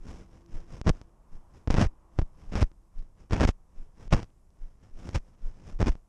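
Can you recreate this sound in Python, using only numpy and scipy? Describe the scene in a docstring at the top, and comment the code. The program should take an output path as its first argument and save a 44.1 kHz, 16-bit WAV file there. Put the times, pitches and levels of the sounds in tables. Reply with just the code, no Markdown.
"""On dry grass outdoors, a cat walks with a small camera hanging under its chin. Each step thumps the
case, and at every stride it swings against the fur, which sticks and slips across the microphone port.
Between the knocks, fur and grass rustle softly and dry stalks snap, over faint outdoor air and a far
rush of traffic with one droning engine."""
import sys
import numpy as np
from scipy import signal
from scipy.fft import rfft, irfft
from scipy.io import wavfile
from scipy.ndimage import uniform_filter1d

SR = 44100
rng = np.random.default_rng(int(sys.argv[2]) if len(sys.argv) > 2 else 0)


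def store_pcm(level_fs):
    """Save levels as 16-bit WAV."""
    pcm = np.round(np.clip(level_fs, -1, 1) * 32767).astype(np.int16)
    wavfile.write(sys.argv[1], SR, np.atleast_2d(pcm).T)


N = 268128
TIME_S = np.arange(N) / SR


def amp(db):
    """Decibels to gain."""
    return 10 ** (np.asarray(db) / 20)


def unit_rms(x):
    """Scale to rms 1."""
    return x / np.sqrt(np.mean(x ** 2))


def curve(rows):
    """Linear interpolation of (t/s, value) rows."""
    return np.interp(TIME_S, *np.transpose(rows))


def butter(x, hz, kind, order=1):
    """Butterworth low-, high- or band-pass."""
    return signal.sosfilt(signal.butter(order, np.minimum(hz, .45 * SR), kind, fs=SR, output="sos"), x)


def colour(x, points, size=4096):
    """Minimum-phase filter through (f/Hz, gain/dB) points; keeps edges sharp."""
    hz, db = np.transpose(points)
    bins_hz = np.maximum(np.arange(size // 2 + 1) * SR / size, 1)
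    gain = amp(np.interp(np.log(bins_hz), np.log(hz), db))
    cepstrum = irfft(np.log(gain))
    cepstrum[1:size // 2] *= 2
    cepstrum[size // 2 + 1:] = 0
    return signal.fftconvolve(x, irfft(np.exp(rfft(cepstrum))))[:N]


def wander(rate_hz):
    """Random drift, spread near 1, with rate_hz knots a second."""
    knots = rng.standard_normal(N)
    return np.interp(TIME_S * rate_hz, np.arange(N), knots)


def catches(per_s, spread_db):
    """Hairs catch and let go: sparse jumps of either sign and uneven size, rms 1."""
    happens = rng.random(N) < per_s / SR
    size = amp(spread_db * np.clip(rng.standard_normal(N), -2, 2))
    return unit_rms(happens * size * np.sign(rng.standard_normal(N)))


PORT_LEAK_HZ, MIC_LOW_HZ = 42.8, 13.4

def port(jumps):
    """Microphone port: each jump steps the pressure, which leaks away in a few ms and swings back."""
    pressure = signal.lfilter([1], [1, -np.exp(-2 * np.pi * PORT_LEAK_HZ / SR)], jumps)
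    return butter(pressure, MIC_LOW_HZ, "highpass")


# fur dragged over the port: start t/s, hardest press t/s, end t/s, level/dB, brightness/dB
FUR_STROKES = [(0.844, 0.853, 0.862, -40, 0), (0.865, 0.895, 0.9, -20, -2), (1.013, 1.02, 1.004, -48.5, 9),
               (1.701, 1.704, 1.738, -26, 0.5), (1.738, 1.783, 1.795, -21, -3),
               (1.789, 1.811, 1.853, -15.5, -2), (2.192, 2.194, 2.198, -27, -3),
               (2.519, 2.538, 2.56, -29.5, -3), (2.551, 2.556, 2.613, -24, -1.5),
               (2.606, 2.625, 2.631, -20, 1.5), (3.31, 3.333, 3.364, -22, -2),
               (3.345, 3.354, 3.42, -25.5, -6), (3.396, 3.437, 3.453, -14, -6),
               (3.471, 3.488, 3.497, -21.5, 5.5), (4.12, 4.129, 4.148, -13.5, -2.5),
               (4.14, 4.151, 4.205, -28, -3), (4.205, 4.229, 4.235, -36, 2),
               (5.127, 5.133, 5.142, -40.5, 3), (5.144, 5.151, 5.17, -24, 4.5),
               (5.801, 5.818, 5.825, -19, -5), (5.832, 5.842, 5.856, -31, -3),
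               (5.86, 5.886, 5.896, -19, -1.5), (5.912, 5.918, 5.93, -40.5, 3.5)]
# stroke spectrum ahead of the port: f/Hz, gain/dB
STROKE_EQ = [(30, -6.5), (90, 1), (200, 0), (400, -1), (1300, -0.5), (2500, 0.5), (4200, -5.5), (5400, 3),
             (7000, -3), (10000, -13), (12500, -25.5)]
BUILD_DB, EASE_DB = 8.5, 6  # start and end, below the hardest press
LEAD_S, LEAD_DB, TRAIL_S, TRAIL_DB = .014, 22, .018, 18.5  # loose hairs graze before and after
GRAZE_DB_PER_S, GRAZE_BRIGHT_DB = 450, 5.5

def fur_strokes(gain_db=-0.5, split_hz=2800, snag_db=-5.5):
    """Fur scrapes over the port in dense small slips and a few coarse snags, with an uneven grip."""
    force, brightness = np.zeros(N), np.ones(N)
    for start, press, end, db, bright_db in FUR_STROKES:
        outside_s = np.maximum(start - TIME_S, TIME_S - end)
        pressed_db = np.interp(TIME_S, [start, press, end], [-BUILD_DB, 0, -EASE_DB])
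        graze_db = -np.where(TIME_S < start, LEAD_DB, TRAIL_DB) - GRAZE_DB_PER_S * abs(outside_s)
        touching = (TIME_S > start - LEAD_S) & (TIME_S < end + TRAIL_S)
        stroke = np.zeros(N)
        stroke[touching] = amp(db + np.where(outside_s < 0, pressed_db, graze_db)[touching])
        treble_gain = amp(bright_db + GRAZE_BRIGHT_DB * (outside_s > 0))
        brightness = np.where(stroke > force, treble_gain, brightness)
        force = np.maximum(force, stroke)
    grip = unit_rms(amp(3.0 * wander(rate_hz=350)))
    hairs = catches(per_s=3800, spread_db=6.5) * grip
    snags = amp(snag_db) * catches(per_s=260, spread_db=3.0)
    jumps = (hairs + snags) * uniform_filter1d(force, size=40)
    dull = butter(jumps, split_hz, "lowpass")
    jumps = dull + brightness * (jumps - dull)
    pile_up = np.sqrt(SR / (4 * np.pi * PORT_LEAK_HZ))  # rms gain of jumps summing behind the port
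    return amp(gain_db) * port(colour(jumps, STROKE_EQ)) / pile_up


# slips of the case: t/s, jump level/dB, push +1 or release -1, edge cutoff f/Hz
CASE_SLIPS = [(0.111, -35, -1, 3000), (0.8144, -25, 1, 10100), (0.865, -15, 1, 500),
              (0.8706, -10.5, -1, 1200), (0.8778, -11, 1, 2000), (0.8816, -12.5, -1, 1200),
              (0.8938, -9.5, -1, 12000), (0.9, -10.5, -1, 1200), (1.015, -35, 1, 12000),
              (1.6749, -19, 1, 2100), (1.68, -14.5, -1, 450), (1.7034, -11, 1, 1500),
              (1.7074, -15, 1, 12000), (1.7423, -14.5, -1, 4300), (1.7486, -13.5, -1, 1300),
              (1.784, -7.5, -1, 900), (1.8055, -15, -1, 1900), (1.8567, -28, -1, 2400),
              (1.8705, -40, 1, 5300), (2.189, -11.5, 1, 1200), (2.1935, -15, -1, 880),
              (2.2165, -25, -1, 1300), (2.2205, -29, 1, 2200), (2.5228, -21, 1, 400),
              (2.555, -16.5, -1, 3700), (2.6225, -16, 1, 3000), (2.628, -12, -1, 3300),
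              (2.639, -31, 1, 3000), (2.7166, -45.5, 1, 6200), (3.3093, -22, 1, 2300),
              (3.3332, -14, -1, 4100), (3.4085, -11.5, 1, 3900), (3.4154, -10, -1, 2300),
              (3.437, -12, 1, 2026), (3.4513, -9.5, -1, 2590), (3.4901, -11.5, -1, 2880),
              (4.079, -41, 1, 11700), (4.1273, -10.5, -1, 800), (4.23, -29.5, 1, 11900),
              (4.2436, -42.5, -1, 8000), (5.091, -27, -1, 9000), (5.1473, -21.5, 1, 7600),
              (5.177, -29.5, -1, 1200), (5.792, -39, 1, 5000), (5.8, -19, 1, 500),
              (5.8277, -10.5, -1, 1400), (5.86, -25, -1, 1600), (5.954, -34, -1, 1820)]
# slip spectrum ahead of the port: f/Hz, gain/dB
SLIP_EQ = [(30, 2), (400, 0), (2000, -1.5), (4200, -0.5), (5400, 6.5), (7500, -0.5), (10000, -7.5),
           (13000, -20)]

def case_slips(gain_db=0.5, size=256):
    """Large single pressure jumps knock or click; a softer contact rounds the edge."""
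    jumps = np.zeros(N)
    for onset_s, db, direction, edge_hz in CASE_SLIPS:
        start = int(onset_s * SR)
        edge = butter(signal.unit_impulse(size), edge_hz, "lowpass")
        jumps[start:start + size] += direction * amp(db + gain_db) * edge
    return port(colour(jumps, SLIP_EQ))


# steps and swings that jolt the case: t/s, level/dB, swing f/Hz
CASE_JOLTS = [(0.014, -35.5, 20), (0.551, -25, 17), (0.885, -21, 23.8), (1.337, -32, 15.5),
              (1.715, -36, 32), (1.827, -28, 19), (2.198, -24, 18), (2.485, -30.5, 22), (2.621, -27.5, 24),
              (2.983, -25, 20), (3.433, -27.5, 14.8), (3.481, -27, 27), (3.79, -29, 17.4), (4.077, -31, 26),
              (4.132, -18.5, 29), (4.626, -28.5, 21.4), (4.944, -33, 18), (5.161, -26.5, 26.3),
              (5.45, -21.5, 19.2), (5.75, -25.5, 23), (5.887, -20, 24.7)]

def case_thuds(lag_cycles=0.17, width_cycles=0.51, sway_gain=0.15, settle_cycles=1.4):
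    """The hanging case swings for about one cycle at each jolt, then settles."""
    out = np.zeros(N)
    for jolt_s, db, hz in CASE_JOLTS:
        near = abs(TIME_S - jolt_s) < 5 / hz
        cycles = (TIME_S[near] - jolt_s) * hz
        jolt = np.exp(-((cycles - lag_cycles) / width_cycles) ** 2)
        sway = sway_gain * np.clip(cycles, 0, 1) * np.exp(-(cycles - 1) / settle_cycles)
        out[near] -= amp(db) * np.cos(2 * np.pi * cycles) * (jolt + sway)
    return out


# the case springing back: t/s, total push/dB, duration/s
CASE_REBOUNDS = [(0.897, -7, 0.016), (1.859, -7, 0.0083), (2.223, -14, 0.0058), (2.63, -5, 0.014),
                 (3.452, -10, 0.0086), (3.492, -12.5, .009), (4.143, -13, .014), (5.169, -15, 0.0092),
                 (5.833, -13, 0.0079), (5.895, -5, 0.01)]

def case_rebounds():
    """The fur lets go and the case pushes a half-sine of air into the port."""
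    flow = np.zeros(N)
    for onset_s, db, duration_s in CASE_REBOUNDS:
        push = np.sin(np.pi * np.clip((TIME_S - onset_s) / duration_s, 0, 1))
        flow += amp(db) * push / push.sum()
    return port(flow)


# legs and fur through grass: peak t/s, relative treble level/dB, length/s
GRASS_SWISHES = [(0.099, -58, 0.17), (0.207, -67, 0.082), (0.347, -71.5, 0.2), (0.553, -63, 0.17),
                 (0.736, -60, 0.13), (0.95, -68.5, 0.16), (1.335, -73, 0.12), (1.554, -69.5, 0.14),
                 (1.87, -77, 0.1), (2.182, -71, 0.16), (2.415, -69, 0.17), (2.536, -64, 0.15),
                 (2.654, -72.5, 0.074), (2.988, -71.5, 0.13), (3.203, -70, 0.097), (3.468, -72, 0.092),
                 (3.791, -73.5, 0.19), (4.023, -64.5, 0.15), (4.215, -73, 0.12), (4.633, -74, 0.2),
                 (4.846, -73, 0.18), (5.001, -63, 0.13), (5.073, -60.5, 0.17), (5.284, -75.5, 0.17),
                 (5.464, -69, 0.22), (5.59, -72, 0.14), (5.68, -59.5, 0.11), (5.922, -71.5, 0.11)]
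# rustle spectrum ahead of the port: f/Hz, gain/dB
RUSTLE_EQ = [(30, 3), (90, 3), (150, 4), (300, 2), (700, 1), (1500, 0.5), (3000, -0.5), (4400, -4),
             (5300, 6.5), (7000, 2), (10000, -6), (12500, -14.5)]

def grass_rustle(gain_db=-1.0, floor_db=-96, rise_share=0.37, depth_db=13, roundness=1.2):
    """Fur and dry grass brush, never quite still; each swish swells fast and fades more slowly."""
    power = np.full(N, amp(floor_db) ** 2)
    for peak_s, db, length_s in GRASS_SWISHES:
        age = (TIME_S - peak_s) / length_s
        from_peak = np.maximum(-age / rise_share, age / (1 - rise_share))
        swish_db = db - depth_db * np.minimum(from_peak, 2) ** roundness
        power += amp(swish_db) ** 2 * (from_peak < 2)
    jumps = catches(per_s=6000, spread_db=6.0) * amp(2.1 * wander(rate_hz=220))
    brushing = port(colour(jumps, RUSTLE_EQ))
    treble = butter(brushing, [2000, 8000], "bandpass", order=4)
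    return brushing / np.std(treble) * np.sqrt(power) * amp(gain_db)


# dry stalks snapping: t/s, level/dB, ring f/Hz
STALK_SNAPS = [(0.086, -40, 4500), (0.462, -47, 5760), (2.992, -48, 4440), (3.024, -66, 4500),
               (4.303, -58, 3043), (4.505, -55, 5730), (4.833, -57, 6500), (5.006, -45, 2500),
               (5.111, -42, 6000)]

def stalk_snaps(ring_s=0.0003, crack=0.6, size=200):
    """A stalk gives one short crack and rings for about a cycle."""
    out, age_s = np.zeros(N), np.arange(size) / SR
    for onset_s, db, hz in STALK_SNAPS:
        start = int(onset_s * SR)
        snap = (crack + np.sin(2 * np.pi * hz * age_s)) / (1 + crack)
        out[start:start + size] += amp(db) * np.exp(-age_s / ring_s) * snap
    return out


def outdoor_rumble(level_db=-62, swing_db=1.0):
    """Low outdoor rumble beneath the air."""
    rumble = unit_rms(butter(rng.standard_normal(N), [20, 60], "bandpass", order=2))
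    return rumble * amp(level_db + swing_db * wander(rate_hz=5.8))


# outdoor air spectrum: f/Hz, gain/dB
AIR_EQ = [(12, -37.5), (20, 4.5), (50, -3.5), (113, -10.5), (180, -11.5), (236, -18), (490, -24.5),
          (964, -33.5), (4400, -46.5), (5320, -40.5), (7980, -40), (12000, -45), (13000, -60)]

def outdoor_air(level_db=-63.5, swing_db=1.2):
    """Still air: faint, mostly low noise whose level drifts."""
    air = unit_rms(colour(rng.standard_normal(N), AIR_EQ))
    return air * amp(level_db + swing_db * wander(rate_hz=5))


# far traffic: t/s, level/dB
TRAFFIC_LEVELS = [(0, -74), (0.6, -69.5), (1.3, -67), (2.0, -65), (2.8, -72.5), (3.6, -72.5), (4.5, -76.5),
                  (6.08, -74)]
# tyre noise spectrum: f/Hz, gain/dB
TRAFFIC_EQ = [(60, 4), (200, 3), (340, -3), (480, -3), (750, -1.5), (1100, -0.5), (1500, -15), (2200, -22),
              (5000, -39)]

def far_traffic(swing_db=1.0):
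    """The dull rush of far tyres swells and recedes."""
    tyres = unit_rms(colour(rng.standard_normal(N), TRAFFIC_EQ))
    return tyres * amp(curve(TRAFFIC_LEVELS) + swing_db * wander(rate_hz=7.7))


# one engine in the traffic: t/s, fundamental f/Hz, level/dB
ENGINE_TRACK = [(0, 171.2, -66), (0.6, 165.8, -65.5), (1.2, 167.2, -78.5), (2.0, 162.7, -71.5),
                (2.5, 166.1, -83), (6.08, 164.8, -87.5)]

def far_engine(fundamental_db=-5, waver=.02, flutter_db=4.5):
    """The two lowest orders of a far engine, wavering on the way through the air."""
    track = np.array(ENGINE_TRACK)
    hz = curve(track[:, [0, 1]]) * (1 + waver * wander(rate_hz=25))
    phase = 2 * np.pi * np.cumsum(hz) / SR
    drone = unit_rms(amp(fundamental_db) * np.sin(phase) + np.sin(2 * phase))
    return drone * amp(curve(track[:, [0, 2]]) + flutter_db * wander(rate_hz=14))


# port shut: start t/s, end t/s
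PORT_SEALS = [(0.816, 0.842), (1.676, 1.7), (4.08, 4.11)]

def port_opening(sealed_db=-14):
    """Gain of the port: drops while the case is pressed flat."""
    opening = np.ones(N)
    for start, end in PORT_SEALS:
        opening[(TIME_S >= start) & (TIME_S < end)] = amp(sealed_db)
    return uniform_filter1d(opening, size=200)


def scene():
    """Contact sounds reach the microphone directly; the rest ducks while the port is shut."""
    contact = fur_strokes() + case_slips() + case_thuds() + case_rebounds()
    grass = grass_rustle() + stalk_snaps()
    background = outdoor_air() + far_traffic() + outdoor_rumble() + far_engine()
    return (contact + port_opening() * (grass + background))[None]


CAMERA_TOP_HZ = 13000

def record(dry):
    """The camera cuts the top with a steep low-pass."""
    return signal.sosfilt(signal.ellip(8, .2, 70, CAMERA_TOP_HZ, fs=SR, output="sos"), dry)


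dry = scene()
out = record(dry)
store_pcm(out)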